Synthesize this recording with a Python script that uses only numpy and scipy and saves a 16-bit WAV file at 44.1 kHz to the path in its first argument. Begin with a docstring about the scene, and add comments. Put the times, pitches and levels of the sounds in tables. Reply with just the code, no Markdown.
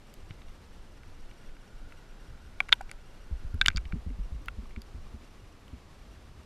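"""Dull low thumps, dry shell ticks and a muffled wash over hiss and whine: a small camera in a sealed
plastic housing rises out of the sea, floats, and dips back under.
Slaps are sagging sines with a rattle; ticks are decaying shell modes with a noise crack;
heave, surge and hiss are shaped noise, the wash is noise in a cavity resonance, the whine gated sines."""
import sys
import numpy as np
from scipy import signal
from scipy.fft import rfft, irfft, next_fast_len
from scipy.io import wavfile
from scipy.ndimage import uniform_filter1d

SR = 44100
rng = np.random.default_rng(int(sys.argv[2]) if len(sys.argv) > 2 else 0)


def store_wav(level_fs):
    """Save 16-bit WAV to argv[1]."""
    pcm = np.round(np.clip(np.atleast_2d(level_fs), -1, 1) * 32767)
    wavfile.write(sys.argv[1], SR, pcm.T.astype(np.int16))


def rack_gain(trim_db):
    """Turn a fader trim in dB into the linear factor to multiply a signal by."""
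    fader = np.asarray(trim_db, float)
    return 10 ** (fader / 20)


N = 284445

# spots on the shell, named for their sound: (favoured low rings [(Hz, dB)], favoured high rings [(Hz, dB)],
# ring length [factor on t60], crack centre [Hz])
SPOTS = {"full": ([(785, 10.5), (1150, 5), (1480, -4)], [(2250, 4), (3280, -5), (4600, -14)], 0.84, 7700),
         "hard": ([(924, -5), (1490, 1)], [(2080, -8), (2650, -17.5), (3450, -1)], 0.9, 8000),
         "ringing": ([(1600, 2)], [(2250, -18.5), (3700, -1.5), (4350, -6.5)], 0.99, 6500),
         "bright": ([(1600, 1)], [(2150, -5), (3470, 1)], 0.6, 6100), "sharp": ([(1450, -1)], [(2150, -6.5),
         (3000, 4), (3600, -6.5)], .72, 8600), "dry": ([(1500, 0)], [(2070, 0.5)], .62, 8700),
         "short": ([(1450, 2)], [(2200, 0)], 0.68, 6000), "broad": ([(1150, -5), (1390, 3.5)], [(2060, 7),
         (2650, -2.5), (3280, -4)], 0.89, 11500), "blip": ([(783, 4.5), (1490, -21)], [(2150, 3)],
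         1.15, 8400), "hollow": ([(1150, 5.5)], [(2150, 6.5)], 0.88, 6800), "thin": ([(1300, 10)],
         [(3500, -16), (4750, -0.5)], 0.83, 9500), "fizzy": ([(1400, -0.5)], [(2900, 12.5)], .6, 11300)}


def evened(x):
    """Scales to rms 1."""
    return x / np.sqrt(np.mean(x ** 2) + 1e-20)


def curve(rows, column=1):
    """One column of a (time [s], value, ..) table at every sample."""
    table = np.transpose(rows)
    return np.interp(np.arange(N) / SR, table[0], table[column])


def add(mix, s, sound):
    """Lays a sound into the mix at time s."""
    part = mix[round(s * SR):][:len(sound)]
    part += sound[:len(part)]


def noise(colour):
    """Steady noise of rms 1 shaped by a (frequency [Hz], relative density [dB]) spectrum."""
    size = next_fast_len(N)
    f, db = np.transpose(colour)
    hz = np.fft.rfftfreq(size, 1 / SR)
    gain = rack_gain(np.interp(np.log(hz + 1), np.log(f + 1), db, left=-99, right=-99))
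    return evened(irfft(rfft(rng.standard_normal(size)) * gain, size)[:N])


def drift(seconds):
    """Slow random wander of rms 1: noise averaged twice over the given time."""
    size = max(round(seconds * SR), 1)
    return evened(uniform_filter1d(uniform_filter1d(rng.standard_normal(N), size), size))


def band(x, low_hz, high_hz):
    """Band-pass."""
    return signal.sosfilt(signal.butter(2, [low_hz, high_hz], "bandpass", fs=SR, output="sos"), x)


def near(hz, rings, rest_db):
    """Share of each mode: full at a favoured ring, weak elsewhere."""
    shares = [np.maximum(rack_gain(db - 1300 * np.log2(hz / ring_hz) ** 2), rack_gain(rest_db)) for ring_hz, db in rings]
    return np.max(shares, axis=0)


def side_hiss():
    """Faint steady noise, opposite in the two channels."""
    # (frequency [Hz], relative density [dB])
    side_colour = [(15, -64), (25, -38.5), (127, -32), (175, -13), (301, -8.5), (1100, -7.5), (1610, -5),
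                   (9320, -10), (16000, -37.5)]
    return rack_gain(-79) * noise(side_colour)


def hiss():
    """The camera's own hiss: shaped noise with a slightly wandering level."""
    # (frequency [Hz], relative density [dB])
    hiss_colour = [(40, -10), (70, 2), (130, 2), (200, 0.5), (671, -8), (1350, -12.5), (1910, -14),
                   (4680, -20.5), (12600, -33.5), (14900, -43), (15150, -69)]
    mean_db, wander_db, wander_s = -56.5, 0.68, 0.03734
    return rack_gain(mean_db + wander_db * drift(wander_s)) * noise(hiss_colour)


def whine():
    """The camera's circuits: one tone with overtones, in 11 ms bursts at random, about 13 a second."""
    # overtones: (multiple of the tone, level [dB])
    overtones = [(1, -67), (2, -69.5), (3, -75.5), (4, -79)]
    tone_hz, burst_s, bursts_per_s = 2822, .011, 13
    starts = (rng.random(N) < bursts_per_s / SR) * 1.
    gate = signal.windows.tukey(round(burst_s * SR), .2)
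    on = np.minimum(signal.oaconvolve(starts, gate)[:N], 1)
    t = np.arange(N) / SR
    return on * sum(rack_gain(db) * np.sin(2 * np.pi * k * tone_hz * t) for k, db in overtones)


def wash():
    """Sea wash in the housing's cavity: noise through one air resonance twice, shifted up to its pitch."""
    # lower and fainter under water: (time [s], level [dB], cavity [Hz])
    wash_course = [(0, -81, 1150), (.4, -75, 1199), (1.1, -71.5, 1462), (2, -66.5, 1449), (3, -69.5, 1440),
                   (3.6, -69, 1453), (3.9, -71.5, 1150), (6.45, -72, 1150)]
    cavity_width_hz = 250
    r = np.exp(-np.pi * cavity_width_hz / SR)
    slow = signal.lfilter([1], np.poly([r, r]), rng.standard_normal((2, N)))
    phase = 2 * np.pi * np.cumsum(curve(wash_course, column=2)) / SR
    ringing = slow[0] * np.cos(phase) + slow[1] * np.sin(phase)
    return rack_gain(curve(wash_course)) * evened(ringing)


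def surge():
    """Water pushing at the housing: a smooth low heave and a lumpy surge above it, both shaped noise."""
    # mean levels: (time [s], heave [dB], surge [dB])
    push = [(0, -52, -59), (.3, -44.5, -57), (.6, -49, -56), (.9, -48, -55), (2.05, -45.5, -60.5),
            (2.4, -56.5, -53.5), (2.75, -44, -57.5), (3.1, -44, -61.5), (3.5, -36, -49.5), (3.8, -41, -58),
            (4.05, -41.5, -54), (5.0, -46.5, -56), (5.3, -52.5, -60), (6.45, -56, -54)]
    # (frequency [Hz], relative density [dB])
    heave_colour = [(8, -18), (14, 0.5), (30, -5), (45, -12), (70, -32.5)]
    # (frequency [Hz], relative density [dB])
    surge_colour = [(30, -18), (48, -0.5), (82, -1.5), (120, -12.5), (170, -29.5), (260, -48.5)]
    heave = rack_gain(curve(push) + 2.5 * drift(.08)) * noise(heave_colour)
    lumps = rack_gain(curve(push, column=2) + 3.46 * drift(0.034)) * noise(surge_colour)
    return heave + lumps


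def thumps():
    """Each slap first sucks the pressure down, then sags to the bobbing rate; the case rattles on top."""
    # slaps of water: (time [s], level [dB], nominal starting pitch [Hz], rattle [Hz], rattle level [dB])
    slaps = [(0.306, -33.5, 104, 144, -43), (3.312, -27, 71.2, 154.3, -47),
             (3.326, -25.5, 55.5, 149.5, -59), (3.448, -25.5, 58, 131, -55), (3.541, -22, 81.6, 235, -42),
             (3.61, -34, 70, 201, -44), (3.66, -30, 60.3, 129, -45), (3.68, -25.5, 90, 201, -40.5),
             (3.749, -23, 68, 155.4, -34), (3.77, -20, 56, 127, -37), (3.856, -29.5, 60, 148, -47),
             (3.933, -23, 73.1, 158, -27), (3.953, -30, 50.7, 231, -36.5), (4.064, -23.5, 70.8, 172, -36),
             (4.087, -28.5, 44, 160, -47), (4.099, -39.5, 60.3, 253, -41), (4.188, -27, 44.3, 152, -39),
             (4.321, -26, 61.5, 150.2, -50.5), (4.35, -30.5, 48, 127, -42.5), (4.405, -41, 60, 302, -52),
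             (4.468, -34, 47, 124, -53), (4.582, -28.5, 56.1, 208, -40.5), (4.626, -40, 48.8, 235, -47.5),
             (4.771, -28, 64.3, 217, -38.5), (4.945, -31, 62, 234.4, -50.5), (5.14, -32, 70.2, 219, -43),
             (5.73, -31.5, 73.5, 243, -44), (6.088, -40.5, 56.2, 150, -61)]
    settle_hz, near_hz = 43.8, 8.7  # the housing bobbing on its grip
    quick_fall_s, slow_fall_s = 0.067, 0.31  # 30 dB fall before damping; longer if starting near the bobbing rate
    sag_s, damping_s, rise_s = 0.071, 0.08, 0.0011
    rattle_peak_s = 0.0049  # at 160 Hz; later for a higher rattle
    out, t = np.zeros(N), np.arange(SR // 3) / SR
    for s, db, hz, rattle_hz, rattle_db in slaps:
        closeness = np.exp(-((hz - settle_hz) / near_hz) ** 2)
        t30 = quick_fall_s + (slow_fall_s - quick_fall_s) * closeness
        pitch = settle_hz + (hz - settle_hz) * 1.09 * np.exp(-t / sag_s)
        slap = rack_gain(db - 30 * t / t30) * np.sin(2 * np.pi * np.cumsum(pitch) / SR)
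        swell = t / (rattle_peak_s * (rattle_hz / 160) ** 1.1)
        tone = np.sin(2 * np.pi * rattle_hz * t) + 0.22 * np.sin(2 * np.pi * 1.75 * rattle_hz * t)
        rattle = rack_gain(rattle_db) * swell * np.exp(1 - swell) * tone
        fade = np.exp(-(t / damping_s) ** 2)  # the water damps the bobbing
        add(out, s, -(slap * fade + rattle) * (1 - np.exp(-t / rise_s)))
    return out


def tick(spot, low_db, high_db, treble_db):
    """Shell modes near the spot's favoured rings sound most, the rest weakly; a short crack sits on top."""
    # modes of the plastic shell: (frequency [Hz], relative level [dB], nominal t60 [s])
    shell_modes = [(777, -15, 0.025), (961, -3.5, 0.049), (1150, -7, 0.021), (1397, 1, 0.021),
                   (1477, -0.5, 0.024), (1559, 1.5, 0.029), (2118, 7.5, 0.009), (2298, 11, 0.016017),
                   (2650, 9.5, 0.016), (2963, 0.5, .012), (3288, 6.5, 0.012), (3540, 4.5, 0.012),
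                   (3755, -4, .013), (3975, -9, 0.002), (4070, 0.5, 0.011), (4706, 3, 0.0099),
                   (5560, -3.5, 0.0098), (6780, 0.5, 0.0061), (7400, -15, 0.0085), (9610, -9, 0.0067),
                   (11280, -14, 0.0044), (14300, -22, .004)]
    split_hz, treble_hz, stiff_hz = 1850, 4500, 600
    low, high, length, crack_hz = SPOTS[spot]
    hz, db, t60 = np.transpose(shell_modes)

    # light taps spread over many upper modes, hard blows pick out a few
    rest_db = np.where(hz < split_hz, -27.5, np.clip(-27 - .4 * high_db, -22, -8))
    low_size = rack_gain(low_db) * near(hz, low, rest_db) * np.minimum(hz / low[0][0], 1) ** 2
    high_size = rack_gain(high_db) * near(hz, high, rest_db) * np.minimum(hz / high[0][0], 1) ** 4
    body = np.where(hz < split_hz, low_size, high_size)
    treble = rack_gain(treble_db) * np.minimum(hz / crack_hz, crack_hz / hz) ** 1.6
    top = np.maximum(treble, rack_gain(high_db) * near(hz, high, -99))
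    size = rack_gain(db) * np.where(hz > treble_hz, top, body)

    t = np.arange(2500)[:, None] / SR
    rings = size * rack_gain(-60 * t / (t60 * length)) * np.sin(2 * np.pi * hz * t)
    t = t[:, 0]
    burst = rack_gain(-60 * t / (.0055 * length)) * rng.standard_normal(len(t))
    ring_hz = max(high, key=lambda ring: ring[1])[0]  # strongest high ring
    crack = rack_gain(treble_db + 5.0) * band(burst, .75 * crack_hz, min(1.35 * crack_hz, 16000))
    crack += rack_gain(high_db - 1.5) * band(burst, .65 * ring_hz, 1.4 * ring_hz)
    sound = (crack - rack_gain(3.0) * rings.sum(1)) * (1 - np.exp(-t / 0.00065))

    no_bass = signal.butter(2, stiff_hz, "highpass", fs=SR, output="sos")  # a stiff shell radiates no bass
    dull = signal.butter(6, min(1.5 * crack_hz, 15500), fs=SR, output="sos")  # the seal dulls the top
    return signal.sosfilt(dull, signal.sosfilt(no_bass, sound))


def ticks():
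    """Blows on the shell: listed ticks, and 20 faint ones at random times and spots."""
    # (time [s], spot struck, low rings [relative dB], high rings [relative dB], treble [relative dB])
    blows = [(0.1402, "fizzy", -64, -57, -36.5), (0.3084, "sharp", -48, -40, -73),
             (0.419, "bright", -61, -49, -59), (0.4847, "bright", -60, -51, -53),
             (1.0339, "dry", -51, -49.5, -51), (1.3129, "sharp", -55, -48, -57),
             (1.567, "short", -54, -53.5, -62), (1.9224, "broad", -50.5, -52.5, -57),
             (2.6037, "full", -20.5, -23, -34.5), (2.6868, "dry", -50, -39, -45),
             (2.691, "dry", -37.5, -33, -38), (2.692, "dry", -32, -33.5, -42),
             (2.7219, "bright", -24, -29.5, -34), (2.7265, "hard", -16, -2, -23),
             (2.7301, "hard", -34, -11, -27), (2.7405, "fizzy", -53, -47.5, -39),
             (2.8087, "blip", -18, -55, -57), (2.8122, "dry", -47, -45, -38),
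             (2.8946, "short", -49.5, -43.5, -51), (2.9144, "dry", -41.5, -32.5, -27.5),
             (3.544, "fizzy", -46.5, -60, -41), (3.6136, "ringing", -14.5, -5.5, -32.5),
             (3.626, "sharp", -58, -47.5, -46), (3.646, "dry", -51, -41.5, -55.5),
             (3.6561, "dry", -35, -41, -44), (3.6608, "sharp", -31, -9, -17),
             (3.6722, "thin", -36, -35, -31), (3.683, "bright", -9, -9.5, -8),
             (3.689, "dry", -37, -30, -31.5), (3.7025, "dry", -36, -31.5, -54),
             (3.7146, "short", -56, -44, -56), (3.7316, "short", -61, -53, -63),
             (3.7622, "thin", -37, -23.5, -44), (3.7713, "ringing", -39, -26.5, -25.5),
             (3.779, "short", -35.5, -33.5, -40), (3.8543, "sharp", -61, -40, -55),
             (3.9237, "short", -39, -38.5, -55), (4.4591, "fizzy", -70, -55, -36.5),
             (4.4838, "broad", -30.5, -35, -41.5), (4.6566, "hollow", -45, -62.5, -66),
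             (4.7085, "hollow", -53, -57.5, -66), (4.7623, "short", -49, -40.5, -56),
             (4.8185, "thin", -56, -39.5, -38.5), (5.067, "hollow", -45, -68, -65),
             (5.681, "fizzy", -58, -53.5, -50)]
    out = np.zeros(N)
    for s, *blow in blows:
        add(out, s - .0004, tick(*blow))
    for when, place, size in rng.random((20, 3)):
        db = -66 + 8 * size
        spot = list(SPOTS)[int(place * len(SPOTS))]
        add(out, when * N / SR, tick(spot, db, db, db - 6))
    return out


def scene():
    """One microphone inside the housing feeds both channels; the side hiss sets them apart."""
    mono = hiss() + whine() + wash() + surge() + thumps() + ticks()
    side = side_hiss()
    return np.array([mono + side, mono - side])


def roll_off(x):
    """The treble ends steeply here."""
    return signal.sosfilt(signal.butter(12, 16400, fs=SR, output="sos"), x)


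def record(dry):
    """Stores the finished mix."""
    return roll_off(dry)


dry = scene()
out = record(dry)
store_wav(out)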